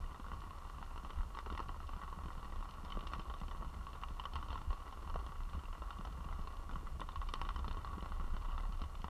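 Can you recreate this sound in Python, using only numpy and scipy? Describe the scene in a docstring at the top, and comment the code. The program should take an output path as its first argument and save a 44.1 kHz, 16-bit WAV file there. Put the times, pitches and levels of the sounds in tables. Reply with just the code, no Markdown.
"""On a wet cobbled street, inline skates roll along, heard from a small cased camera on a pole.
The wheels chatter over the rough stone and strike the joints; each contact rings boot and case
with a low thud, a hollow knock and a bright tick. Wheels slap the metal frame, heels knock the
boot shell and grit cracks. Underneath, the pole shudders and wind rumbles over a faint hiss
and an electronic whine."""
import sys
import numpy as np
from scipy import signal
from scipy.fft import rfft, irfft, next_fast_len
from scipy.io import wavfile
from scipy.ndimage import uniform_filter1d

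SR = 44100
rng = np.random.default_rng(int(sys.argv[2]) if len(sys.argv) > 2 else 0)


def int16_out(signal):
    """Quantize to a 16-bit WAV file."""
    q = np.round(np.clip(np.atleast_2d(signal).T, -1, 1) * 32767)
    wavfile.write(sys.argv[1], SR, q.astype(np.int16))


N = 400869
TIME = np.arange(N) / SR
RING_SIZE = 4096   # samples set aside for one ring

# the low, middle and high pitches (modes) at which boot and case ring: f/Hz, width/Hz, relative level/dB
THUD_MODES = [(195, 72, 0), (312, 136, -3.5), (440, 136, -10), (558, 129, -8), (729, 124, -9)]
KNOCK_MODES = [(805, 43, -12), (930, 113, -9.5), (998, 82, -6.5), (1120, 77, 0.8), (1307, 94, -8),
               (1401, 133, -13), (1643, 420, -28), (1939, 125, -18.5)]
TICK_MODES = [(2409, 328, -12), (2794, 145, -.5), (3035, 149, 0), (3328, 179, -11.5), (3604, 209, -5.5),
              (3936, 167, -15), (4263, 184, -7.5), (4480, 200, -16), (5148, 360, -16.5), (5438, 231, -17.5),
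              (5950, 292, -19.5), (8450, 1306, -32)]
# a wheel slams into a raised stone: t/s, then relative knock level/dB, thud level/dB, tick level/dB
RAISED_STONES = [(0.06, -50, -63, -60), (0.145, -41, -65, -75), (0.198, -45, -55, -60),
                 (0.243, -39.5, -71, -69), (0.317, -35.5, -54, -58), (0.333, -44, -53, -60),
                 (0.418, -41, -59, -62), (0.507, -38, -56, -60), (0.65, -40, -60, -63),
                 (0.783, -39.5, -57, -59), (0.827, -36, -54, -59), (0.977, -39, -51, -54),
                 (1.048, -36.5, -52, -55.5), (1.104, -39.5, -55, -58.5), (1.131, -51, -62, -60),
                 (1.187, -39.5, -65, -63), (1.208, -40.5, -64, -64), (1.349, -38, -57, -56.5),
                 (1.372, -35.5, -57, -57), (1.388, -32, -55, -52.5), (1.461, -35.5, -54, -58),
                 (1.501, -35, -49, -53.5), (1.525, -44, -51, -55), (1.55, -37.5, -50, -54),
                 (1.576, -34, -63, -54), (1.593, -32.5, -49, -53), (1.602, -32, -54, -56),
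                 (1.628, -50, -57, -62), (1.685, -48, -62, -55.5), (1.692, -35.5, -51, -58),
                 (1.744, -40.5, -62, -81), (1.803, -39.5, -54, -63), (1.891, -38, -53, -57),
                 (1.935, -39.5, -60, -58), (1.973, -50, -66, -72), (2.016, -37.5, -61, -61),
                 (2.035, -38.5, -62, -61), (2.078, -39, -62, -63), (2.235, -42.5, -56, -61),
                 (2.258, -40, -51, -58), (2.284, -40, -51.5, -63), (2.304, -37.5, -61, -69),
                 (2.377, -43, -71, -62), (2.429, -38, -56, -59), (2.453, -42, -51, -63),
                 (2.523, -39.5, -52, -63), (2.626, -38, -65, -60), (2.655, -38, -61, -66),
                 (2.69, -45, -67, -58), (2.738, -56, -67, -58.5), (2.849, -43, -54, -58),
                 (2.903, -39, -54, -52), (2.921, -38.5, -66, -51), (2.971, -37, -46, -61),
                 (2.991, -40, -60, -57), (3.008, -43, -58, -53), (3.037, -48, -51, -60),
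                 (3.07, -38, -53, -46.5), (3.099, -46, -62, -67), (3.117, -44, -55, -60),
                 (3.135, -29.5, -51, -47), (3.195, -38, -48, -50.5), (3.299, -36, -54, -54.5),
                 (3.339, -37.5, -53, -54), (3.414, -40, -51, -60), (3.434, -39, -63, -61),
                 (3.482, -45, -54, -56), (3.512, -37.5, -59, -55), (3.548, -39, -52.5, -65),
                 (3.623, -38, -50, -66), (3.647, -41, -60, -60), (3.868, -35, -60, -55.5),
                 (3.931, -45, -56, -55.5), (3.954, -39, -66, -63), (4.035, -31.5, -63, -58),
                 (4.197, -31.5, -62, -48), (4.238, -40, -58, -55), (4.254, -30, -53, -55),
                 (4.335, -45, -51, -51), (4.356, -31.5, -54, -45), (4.363, -34.5, -61, -54),
                 (4.427, -35, -59, -54.5), (4.485, -41, -56, -57), (4.504, -36, -52, -50.5),
                 (4.516, -39, -58, -59), (4.529, -36, -50, -51), (4.543, -45, -60, -56),
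                 (4.556, -32, -60, -57), (4.577, -38, -61, -57), (4.705, -36, -52.5, -55.5),
                 (4.729, -37.5, -58, -56), (4.878, -44, -58, -62), (4.926, -40, -55, -57.5),
                 (5.075, -39.5, -55, -59), (5.098, -37.5, -56, -57), (5.142, -40.5, -63, -60),
                 (5.159, -35, -58, -57), (5.19, -40.5, -58, -62), (5.264, -44, -52, -55),
                 (5.291, -45, -62, -66), (5.32, -43, -57, -65), (5.405, -42, -56, -62),
                 (5.496, -49, -64, -60), (5.532, -40, -61, -58), (5.551, -39, -49, -59),
                 (5.592, -42, -60, -58), (5.655, -54, -70, -62), (5.728, -40.5, -56, -57.5),
                 (5.82, -37.5, -50, -57), (5.906, -35, -62, -51.5), (5.93, -55, -65, -62),
                 (6.05, -38.5, -51, -55), (6.073, -38, -53, -60), (6.126, -55, -65, -61),
                 (6.207, -43, -60, -62), (6.246, -48, -58, -59), (6.287, -41, -52, -61),
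                 (6.326, -37, -62, -66), (6.411, -48, -71, -74), (6.473, -38, -53.5, -53),
                 (6.504, -47, -57, -67), (6.693, -37.5, -55, -63), (6.711, -41, -53, -60),
                 (6.734, -51, -58, -60), (6.757, -33.5, -53, -59), (6.87, -38, -66, -62.5),
                 (6.997, -38.5, -51, -61), (7.015, -31.5, -48, -51.5), (7.089, -34.5, -54, -53.5),
                 (7.158, -31.5, -70, -52.5), (7.216, -34, -56, -54.5), (7.288, -37, -56.5, -48),
                 (7.338, -29.5, -54, -46), (7.355, -38, -56, -58), (7.415, -28.5, -45.5, -49.5),
                 (7.45, -39, -58, -54), (7.467, -55, -64, -63), (7.49, -31.5, -62, -49),
                 (7.505, -34.5, -55, -58), (7.561, -33.5, -51, -51), (7.591, -39.5, -48.5, -55.5),
                 (7.644, -34, -53, -58), (7.68, -36.5, -43.5, -49.5), (7.711, -39, -59, -52.5),
                 (7.77, -36, -47, -55), (7.847, -33, -58, -54.5), (7.874, -38, -57, -61),
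                 (7.913, -52, -62, -64), (7.982, -39, -57, -61), (8.025, -41, -49, -57),
                 (8.059, -37, -50, -57.5), (8.12, -35.5, -56, -58), (8.198, -37.5, -69, -63),
                 (8.242, -43, -61, -71), (8.338, -43, -56, -63), (8.366, -39, -52, -55),
                 (8.421, -44, -64, -59), (8.447, -42, -58, -62), (8.486, -46, -58, -60),
                 (8.579, -34.5, -56, -53.5), (8.634, -41, -54, -66), (8.723, -43, -56, -56.5),
                 (8.817, -37, -46.5, -51), (8.838, -39, -58, -59), (8.952, -43, -65, -56),
                 (9.043, -32.5, -48, -53), (9.082, -37, -52, -59)]


def from_db(db):
    """Turn decibels into a factor to multiply by."""
    return 10 ** (np.asarray(db) / 20)


def unit_power(x):
    """Scale a signal to an average power of 1."""
    return x / np.sqrt(np.mean(x ** 2) + 1e-20)


def curve(rows):
    """Join (time, value) points with straight lines, one value per sample."""
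    return np.interp(TIME, *np.transpose(rows))


def swell(t, peak_s):
    """A level that rises to 1 at peak_s and dies away."""
    return t / peak_s * np.exp(1 - t / peak_s)


def drift(rate_hz):
    """A smooth random wander, typically of size 1."""
    r = np.exp(-80 * np.pi * rate_hz / SR)
    slow = signal.lfilter([1], [1, -2 * r, r * r], rng.standard_normal(N // 40 + 2002))[2000:]
    return np.interp(np.arange(N) / 40, np.arange(len(slow)), unit_power(slow))


def noise(spectrum):
    """Noise of power 1, coloured by rows of f/Hz, relative level/dB."""
    hz, db = np.transpose(spectrum)
    size = next_fast_len(N)
    f = np.maximum(np.fft.rfftfreq(size, 1 / SR), 1)
    gains = from_db(np.interp(np.log(f), np.log(hz), db))
    return unit_power(irfft(rfft(rng.standard_normal(size)) * gains, size)[:N])


def resonate(x, hz, width):
    """Let x ring at one pitch; a narrower width rings longer."""
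    r = np.exp(-np.pi * width / SR)
    feedback = [1, -2 * r * np.cos(2 * np.pi * hz / SR), r * r]
    return signal.lfilter(np.array([1, 0, -1]) * (1 - r * r) / 2, feedback, x)


def tap_response(modes, tilt_db, extra_db=0):
    """How a set of modes rings after one tap; tilt_db lifts the higher ones, in dB per octave."""
    hz, width, db = np.transpose(modes)[:, :, None]
    f = np.fft.rfftfreq(RING_SIZE, 1 / SR)
    gains = from_db(db + extra_db + tilt_db * np.log2(hz / hz[0]))
    # boot and case filter in turn, so each peak has doubly steep sides
    peaks = gains / (1 + (np.sqrt(2) - 1) * (2 * (f - hz) / width) ** 2)
    # minimum phase: the ring starts with the tap and only dies away
    cepstrum = irfft(np.log(np.sum(peaks ** 2, axis=0)) / 2)
    after_tap = 1 + np.sign(np.fft.fftfreq(RING_SIZE))
    return irfft(np.exp(rfft(cepstrum * after_tap)))


def pitched_clacks(hits, partials, swell_s):
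    """Short rings of a few tones (partials); the side tones shift a little with each hit."""
    t, out = np.arange(RING_SIZE) / SR, np.zeros(N + RING_SIZE)
    ratio, partial_db = np.transpose(partials)[:, :, None]
    for s, hz, db in hits:
        stretch, phase = rng.uniform(-1.06, 1, (2, len(ratio), 1))
        partial_hz = hz * ratio ** (1 + stretch / 10)
        tones = from_db(partial_db) * np.sin(2 * np.pi * partial_hz * t + np.pi * phase)
        start = int(s * SR)
        out[start:start + RING_SIZE] += from_db(db) * swell(t, swell_s) * tones.sum(axis=0)
    return out[:N]


def electronics(hiss_db=-68, wander=0.001476):
    """The camera's electronics add an even hiss and a whine of thin, wavering tones."""
    # colour of the hiss: f/Hz, relative level/dB
    hiss_colour = [(500, 7), (2500, 2), (4500, -2.5), (7000, -3), (10000, -5.5), (12500, -7.5),
                   (14400, -11.5), (15500, -23)]
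    # tones of the whine: f/Hz, average level/dB
    whine_tones = [(1415, -78), (2831, -80), (4260, -87), (5661, -96), (8521, -93), (9921, -97)]
    whine = np.zeros(N)
    for hz, db in whine_tones:
        wavering_hz = hz * (1 + wander * drift(19.8))
        whine += from_db(db) * np.sqrt(2) * np.sin(2 * np.pi * np.cumsum(wavering_hz) / SR)
    return from_db(hiss_db) * noise(hiss_colour) + whine


def wind(shake_db, level_db=-63, follows=0.27, gust_db=3.0):
    """Gusty wind brushes the case, a little louder when the pole shakes hard."""
    # colour of the rumble: f/Hz, relative level/dB
    wind_colour = [(30, -23), (80, -7), (120, 0), (170, -3.5), (240, -11.5), (400, -25), (900, -69)]
    return from_db(level_db + follows * shake_db + gust_db * drift(4.9)) * noise(wind_colour)


def shaking(lurch_db=1.5):
    """How hard the pole shakes, in dB above or below its average, with random lurches."""
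    # strength of the shaking: t/s, relative level/dB
    strength = [(0.0, -49), (0.2, -52), (0.35, -48.5), (0.85, -46.5), (1.3, -46.5), (1.7, -48.5),
                (1.92, -44.5), (2.2, -48), (2.6, -45.5), (2.76, -49.5), (2.97, -45), (3.3, -49),
                (3.48, -43), (3.7, -45), (3.93, -51.5), (4.07, -41.5), (4.25, -45), (4.93, -50), (5.1, -42),
                (5.85, -45.5), (5.98, -48.5), (6.22, -54), (6.34, -44), (6.48, -44), (6.8, -43),
                (7.08, -44.5), (7.58, -38), (7.72, -42.5), (7.99, -49.5), (8.15, -40), (8.55, -37),
                (8.85, -42.5), (9.09, -45.5)]
    db = curve(strength)
    return db - db.mean() + lurch_db * drift(6.2)


def tremble(hz, width, evenness):
    """A low mode shaken at random; evenness, from 0 to 1, steadies the size of its swing."""
    near_pitch = signal.butter(3, [hz * 0.675, hz * 1.355], "band", fs=SR, output="sos")
    swing = signal.sosfilt(near_pitch, resonate(rng.standard_normal(N + SR), hz, width))[SR:]
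    power = uniform_filter1d(swing ** 2, SR // 8) + 1e-18
    return unit_power(swing / power ** (evenness / 2))


def pole(shake_db, sway_db=-47.0, mount_db=-52.0, mount_follows=0.41, judder_db=1.46,
         shudder_gain_db=-5.0, shudder_s=0.037):
    """The pole sways with the shaking; the camera mount trembles and swells into shudders."""
    # the mount shudders over a run of uneven stones: peak t/s, relative level/dB
    shudders = [(0.35, -38), (1.53, -35.5), (1.86, -42), (2.26, -39.5), (3.14, -38), (3.29, -41),
                (3.44, -44), (3.79, -40), (4.36, -39.5), (4.52, -37.5), (5.17, -37.5), (5.58, -41.5),
                (5.85, -43), (6.09, -41), (6.2, -42.5), (6.32, -40), (6.42, -45), (6.75, -42), (6.94, -43),
                (7.57, -46), (7.67, -40.5), (7.77, -39.5), (7.92, -39.5), (8.03, -41.5), (8.15, -42),
                (8.37, -47), (8.85, -40.5)]
    swells = np.zeros(N)
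    for s, db in shudders:
        distance = np.minimum(abs(TIME - s) / shudder_s, 10)
        swells += from_db(db + shudder_gain_db) * np.exp(-.5 * distance ** 2)
    sway = from_db(sway_db + shake_db) * tremble(hz=27.5, width=6.2, evenness=0.69)
    mount_level = np.hypot(from_db(mount_db + mount_follows * shake_db), swells)
    judder = from_db(judder_db * drift(17))
    return sway + mount_level * judder * tremble(hz=59.8, width=24, evenness=0.62)


def pole_jolts(swing_hz=31, swing_s=0.021, ring_hz=61, ring_s=0.013, ring_db=-2):
    """A jolt sets the pole swinging for a few cycles and rings briefly in the camera mount."""
    # jolts through the pole: t/s, level/dB of the swing
    jolts = [(0.005, -37.5), (1.174, -30), (2.56, -42), (2.929, -37.5), (4.675, -30.5), (5.239, -43),
             (7.17, -32), (7.55, -42)]
    t, out = np.arange(SR // 2) / SR, np.zeros(N + SR)
    swing = swell(t, swing_s) * np.sin(2 * np.pi * swing_hz * t)
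    ring = from_db(ring_db) * swell(t, ring_s) * np.sin(2 * np.pi * ring_hz * t)
    for s, db in jolts:
        start = int(s * SR)
        out[start:start + len(t)] += from_db(db) * (swing + ring)
    return out[:N]


def boot_bumps(swell_s=0.0038, gain_db=-7.0):
    """The whole boot drops onto a lower stone: a few low cycles, pitched differently each time."""
    # drops of the boot: t/s, f/Hz, relative level/dB
    drops = [(0.317, 163, -42), (0.809, 181, -39.5), (1.035, 177, -40), (1.188, 156, -42.5),
             (1.509, 190, -42), (1.598, 199, -51), (1.68, 140, -40), (1.963, 173, -40.5), (2.035, 149, -40),
             (2.173, 171, -36.5), (2.253, 160, -34.5), (2.373, 150, -38), (2.834, 174, -40.5),
             (2.965, 180, -36), (3.03, 177, -42), (3.188, 182, -34), (3.415, 180, -34), (3.621, 160, -43),
             (3.784, 180, -40.5), (4.105, 154, -40.5), (5.064, 156, -40.5), (5.154, 150, -34.5),
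             (5.291, 151, -40), (5.547, 163, -40.0), (5.993, 170, -37.5), (6.107, 151, -40),
             (6.184, 156, -36), (6.256, 154, -37.5), (6.388, 174, -39.5), (6.69, 174, -40),
             (6.758, 164, -34.5), (6.992, 174, -42.5), (7.667, 152, -36), (7.97, 188, -36.5),
             (8.025, 171, -37), (8.108, 176, -40), (8.197, 160, -36.5), (8.237, 180, -43),
             (8.336, 173, -37), (8.487, 153, -47), (8.692, 161, -39), (8.816, 157, -41.5),
             (8.998, 152, -40), (9.041, 169, -36)]
    t, out = np.arange(SR // 10) / SR, np.zeros(N + SR)
    for s, hz, db in drops:
        tone = np.sin(2 * np.pi * (hz * t + rng.random()))
        start = int(s * SR)
        out[start:start + len(t)] += from_db(db + gain_db) * swell(t, swell_s) * tone
    return out[:N]


def heel_knocks(gain_db=-2.0):
    """A heel lands and the boot shell knocks hollowly."""
    # heel landings: t/s, f/Hz, relative level/dB
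    landings = [(0.195, 272, -38), (1.467, 377, -33), (1.523, 407, -41), (1.601, 397, -40),
                (2.838, 296, -50), (2.972, 347, -39), (3.276, 410, -50), (3.416, 330, -54),
                (4.322, 260, -50), (5.036, 312, -47), (5.157, 690, -33), (5.224, 405, -48),
                (5.549, 330, -50), (5.578, 270, -42), (5.994, 350, -46), (6.276, 370, -49),
                (6.388, 297, -44), (6.731, 283, -43), (6.83, 265, -38), (7.004, 345, -45),
                (7.336, 507, -38.5), (7.98, 324, -40.5), (8.24, 306, -45), (8.483, 324, -46)]
    # tones of the shell: ratio to the main pitch, relative level/dB
    shell_partials = [(0.68, -6.5), (1, -3.5), (1.4, -19)]
    return from_db(gain_db) * pitched_clacks(landings, shell_partials, swell_s=0.0017)


def edge_cracks(swell_s=0.00052):
    """A burst of crushed grit, a few milliseconds long, rings the highest modes."""
    # a sharp stone edge cracks under a wheel: t/s, level/dB
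    cracks = [(1.388, -57), (1.577, -57), (1.602, -59), (2.849, -63), (3.071, -67), (3.133, -59),
              (3.34, -71), (3.402, -62), (4.197, -64), (4.254, -61), (4.355, -54), (5.264, -62),
              (6.052, -57), (7.005, -56), (7.337, -47.5), (7.415, -52.5), (7.489, -64), (7.561, -56)]
    # modes that a crack rings: f/Hz, width/Hz, relative level/dB
    crack_modes = [(5100, 400, 0), (5430, 330, -1), (5930, 400, -3.5), (8400, 3000, -15)]
    t, out = np.arange(RING_SIZE) / SR, np.zeros(N + RING_SIZE)
    for s, db in cracks:
        grit = swell(t, swell_s) * rng.standard_normal(RING_SIZE)
        crack = sum(from_db(mode_db) * resonate(resonate(grit, hz, width), hz, width)
                    for hz, width, mode_db in crack_modes)
        crack *= np.sqrt(2 * swell_s * SR / np.sum(crack ** 2))
        start = int(s * SR)
        out[start:start + RING_SIZE] += from_db(db) * crack
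    return out[:N]


def wheel_effort():
    """How hard the wheels work on the paving, in dB above or below the average."""
    # the effort: t/s, relative level/dB
    effort = [(0.0, -56), (1.44, -58), (1.62, -58.5), (2.12, -53), (2.28, -57.5), (2.91, -54.5),
              (3.04, -55.5), (4.03, -57.5), (4.53, -55.5), (5.64, -57.5), (6.05, -54.5), (6.58, -56),
              (6.96, -62.5), (7.54, -55.5), (8.48, -54.5), (9.09, -60)]
    db = curve(effort)
    return db - db.mean()


def rough_stone(per_s, size_db, clump_db):
    """Small bumps under the wheels give random taps of uneven size, clumped stone by stone."""
    sizes = from_db(size_db * np.minimum(rng.exponential(1, N), 2) + clump_db * drift(19.0))
    is_tap = rng.random(N) < per_s / SR
    return unit_power(is_tap * sizes * rng.choice([-1, 1], N))


def chatter(modes, taps, level_db, tilt_db, grit):
    """Taps and fine grit keep a set of modes ringing."""
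    force = taps + grit * rng.standard_normal(N)
    return from_db(level_db) * unit_power(signal.fftconvolve(force, tap_response(modes, tilt_db))[:N])


def rolling_wheels(thud_gain_db=-3.5, knock_db=-58.0, tick_db=-76.0,
                   knock_follows=0.81, tick_follows=0.63):
    """Wheels roll over rough stone; knock and tick each follow the effort by their own share."""
    # the low part of the rolling: t/s, relative level/dB
    low_roll = [(0.0, -58.5), (0.28, -63), (1.37, -63), (1.57, -61.5), (5.19, -60.5), (5.32, -62.5),
                (5.77, -63), (6.1, -60.5), (7.19, -62), (7.62, -59.5), (8.45, -61.5), (9.09, -61)]
    effort_db = wheel_effort()
    taps = rough_stone(per_s=330, size_db=5.0, clump_db=2.0)
    sand = 0.93 * rough_stone(per_s=130, size_db=10.5, clump_db=6)   # crushed grains only tick
    thud = chatter(THUD_MODES, taps, curve(low_roll) + thud_gain_db, tilt_db=4.0, grit=1.0)
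    knock = chatter(KNOCK_MODES, taps, knock_db + knock_follows * effort_db, tilt_db=-0.3, grit=0.86)
    tick = chatter(TICK_MODES, taps + sand, tick_db + tick_follows * effort_db, tilt_db=5.5, grit=0.32)
    return thud + knock + tick


def airborne_lulls(half_width_s=0.0054, depth_db=-2.5):
    """Gain of the rolling: it dips as the wheel leaves the ground just before slamming into a raised stone."""
    lull_s = np.array(RAISED_STONES)[:, 0] - half_width_s
    marks = np.zeros(N)
    marks[(lull_s * SR).astype(int)] = 1
    t = np.arange(-SR // 20, SR // 20) / SR
    dip = np.exp(-.5 * (t / half_width_s) ** 2)
    return from_db(depth_db * np.minimum(signal.fftconvolve(marks, dip, "same"), 1))


def wheel_hits(modes, times, levels_db, tilt_db, harder_db, scuff, scuff_s, rattle, rattle_s,
               vary_db, detune, cleaner, hit_s=.012):
    """Each hit is a blow, a brief scuff and a rattle, ringing the modes in a new mix and tuning."""
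    t, out = np.arange(RING_SIZE) / SR, np.zeros(N + RING_SIZE)
    scuff_fade = scuff * np.exp(-t / scuff_s) / np.sqrt(scuff_s * SR / 2)
    rattle_fade = rattle * np.exp(-t / rattle_s) / np.sqrt(rattle_s * SR / 2)
    for s, db in zip(times, levels_db):
        above_db = db - np.mean(levels_db)
        force = (scuff_fade + rattle_fade) * rng.standard_normal(RING_SIZE)
        force *= from_db(-cleaner * max(above_db, 0))   # hard blows scuff less
        force[0] += rng.choice([-1, 1])   # the blow itself
        mix_db = vary_db * rng.uniform(-1.25, 1, (len(modes), 1))
        tuned = np.array(modes) * [1 + detune * rng.uniform(-1.23, 1), 1, 1]
        start = max(int(s * SR), 0)
        if start < N:
            tilt = tilt_db + harder_db * above_db / 10   # strength changes the colour
            hit = signal.fftconvolve(force, tap_response(tuned, tilt, mix_db))[:RING_SIZE]
            hit *= np.sqrt(hit_s * SR / np.sum(hit ** 2))   # as much energy as power 1 for hit_s
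            out[start:start + RING_SIZE] += from_db(db) * hit
    return out[:N]


def frame_rattle(per_s=28, count=400, level_db=-75, spread_db=4, follows=0.4,
                 click_gain_db=-18.0, ring_gain_db=-3.5):
    """Loose wheels click against the metal frame, louder under effort; hard slaps also make it ring."""
    # hard slaps on the frame: t/s, f/Hz, relative level/dB
    slaps = [(1.105, 3100, -46), (1.462, 2780, -49), (1.576, 1930, -39), (1.578, 2880, -47),
             (1.625, 2840, -49), (2.236, 2820, -58), (2.283, 2820, -53), (2.922, 3030, -38),
             (2.993, 2820, -51), (3.009, 3620, -49), (3.072, 2900, -42), (3.152, 3010, -45),
             (3.217, 3570, -51), (3.402, 2800, -51), (3.482, 2780, -54), (3.743, 3000, -47),
             (4.036, 2910, -40), (4.085, 2780, -47), (4.197, 2960, -44), (4.254, 2950, -38),
             (4.357, 1900, -46), (4.484, 3000, -57), (5.655, 2760, -52), (5.985, 2900, -48.5),
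             (6.712, 3620, -51), (7.005, 3470, -45), (7.119, 3550, -52), (7.338, 3000, -33),
             (7.415, 2820, -40), (7.489, 1940, -41), (7.711, 2760, -46), (8.007, 2900, -47.5),
             (8.519, 2870, -47.5), (8.84, 3500, -54), (9.018, 3080, -47.5), (9.083, 2830, -53)]
    # tones of the frame: ratio to the main pitch, relative level/dB
    frame_partials = [(0.66, -10), (0.999, -3), (1.09, -17), (1.23, -21)]
    gap, size = rng.random((count, 2)).T
    small_s = np.cumsum(-np.log(1 - gap)) / per_s
    small_db = level_db + spread_db * (2 * size - 1) + follows * np.interp(small_s, TIME, wheel_effort())
    slap_s, _, slap_db = np.transpose(slaps)
    clicks = wheel_hits(TICK_MODES, np.r_[small_s, slap_s], np.r_[small_db, slap_db + click_gain_db],
                        tilt_db=-3.0, harder_db=-1.5, scuff=1.0, scuff_s=0.0016,
                        rattle=0.5, rattle_s=0.013, vary_db=5.0, detune=0.013, cleaner=0.11)
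    return clicks + from_db(ring_gain_db) * pitched_clacks(slaps, frame_partials, swell_s=0.0015)


def paving_joints(per_s=14, count=160, jitter=.3, spread_db=1.5, colour_db=1.8):
    """Joints pass unevenly, louder under effort: rows of t/s, then thud, knock and tick level/dB."""
    usual_db = np.array([-61.5, -56.5, -72])
    chance = rng.standard_normal((count, 5))
    s = (np.arange(count) + .5 + jitter * chance[:, 0]) / per_s
    strength_db = np.interp(s, TIME, wheel_effort()) + spread_db * chance[:, 1]
    return np.column_stack([s, usual_db + strength_db[:, None] + colour_db * chance[:, 2:]])


def next_wheel(hits, delay_s=.018, jitter=.15, gain_db=-15):
    """The following wheel meets the same edges a moment later and more softly."""
    delays = delay_s * (1 + jitter * rng.standard_normal(len(hits)))
    return np.column_stack([hits[:, 0] + delays, hits[:, 1:] + gain_db])


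def cobble_clatter(thud_gain_db=-4.0, knock_gain_db=-11.5, tick_gain_db=-6.0):
    """Wheels strike raised stones and joints: each gives a low thud, a hollow knock and a bright tick."""
    small_hits = paving_joints()
    s, knock_db, thud_db, tick_db = np.transpose(RAISED_STONES)
    big_hits = np.column_stack([s, thud_db + thud_gain_db, knock_db + knock_gain_db,
                                tick_db + tick_gain_db])
    s, thud_db, knock_db, tick_db = np.vstack([big_hits, next_wheel(big_hits), small_hits]).T
    thud = wheel_hits(THUD_MODES, s, thud_db, tilt_db=4.0, harder_db=-2.5, scuff=0.64, scuff_s=0.0086,
                      rattle=0.4, rattle_s=0.011, vary_db=5.5, detune=0.092, cleaner=0.18)
    knock = wheel_hits(KNOCK_MODES, s, knock_db, tilt_db=2.0, harder_db=-1.0, scuff=0.84, scuff_s=0.012,
                       rattle=0.15, rattle_s=0.006, vary_db=3.5, detune=0.026, cleaner=0.26)
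    tick = wheel_hits(TICK_MODES, s, tick_db, tilt_db=-4.5, harder_db=1.5, scuff=2.7, scuff_s=0.0034,
                      rattle=0.99, rattle_s=0.034, vary_db=4.0, detune=0.016, cleaner=0.19)
    return thud + knock + tick


def scene():
    """The skates over the rumble and hiss, in one channel."""
    shake_db = shaking()
    background = pole(shake_db) + wind(shake_db) + pole_jolts() + electronics()
    wheels = rolling_wheels() * airborne_lulls() + cobble_clatter()
    boots = boot_bumps() + heel_knocks()
    return (background + wheels + boots + frame_rattle() + edge_cracks())[None]


def record(dry, fade_s=.004, cutoff_hz=15650):
    """The sound fades in and out, and the highest treble is cut steeply."""
    to_nearest_end_s = np.minimum(TIME, TIME[::-1])
    fade = np.sin(np.pi / 2 * np.minimum(to_nearest_end_s / fade_s, 1)) ** 2
    treble_cut = signal.ellip(12, .1, 80, cutoff_hz, fs=SR, output="sos")
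    return signal.sosfilt(treble_cut, dry * fade)


dry = scene()
out = record(dry)
int16_out(out)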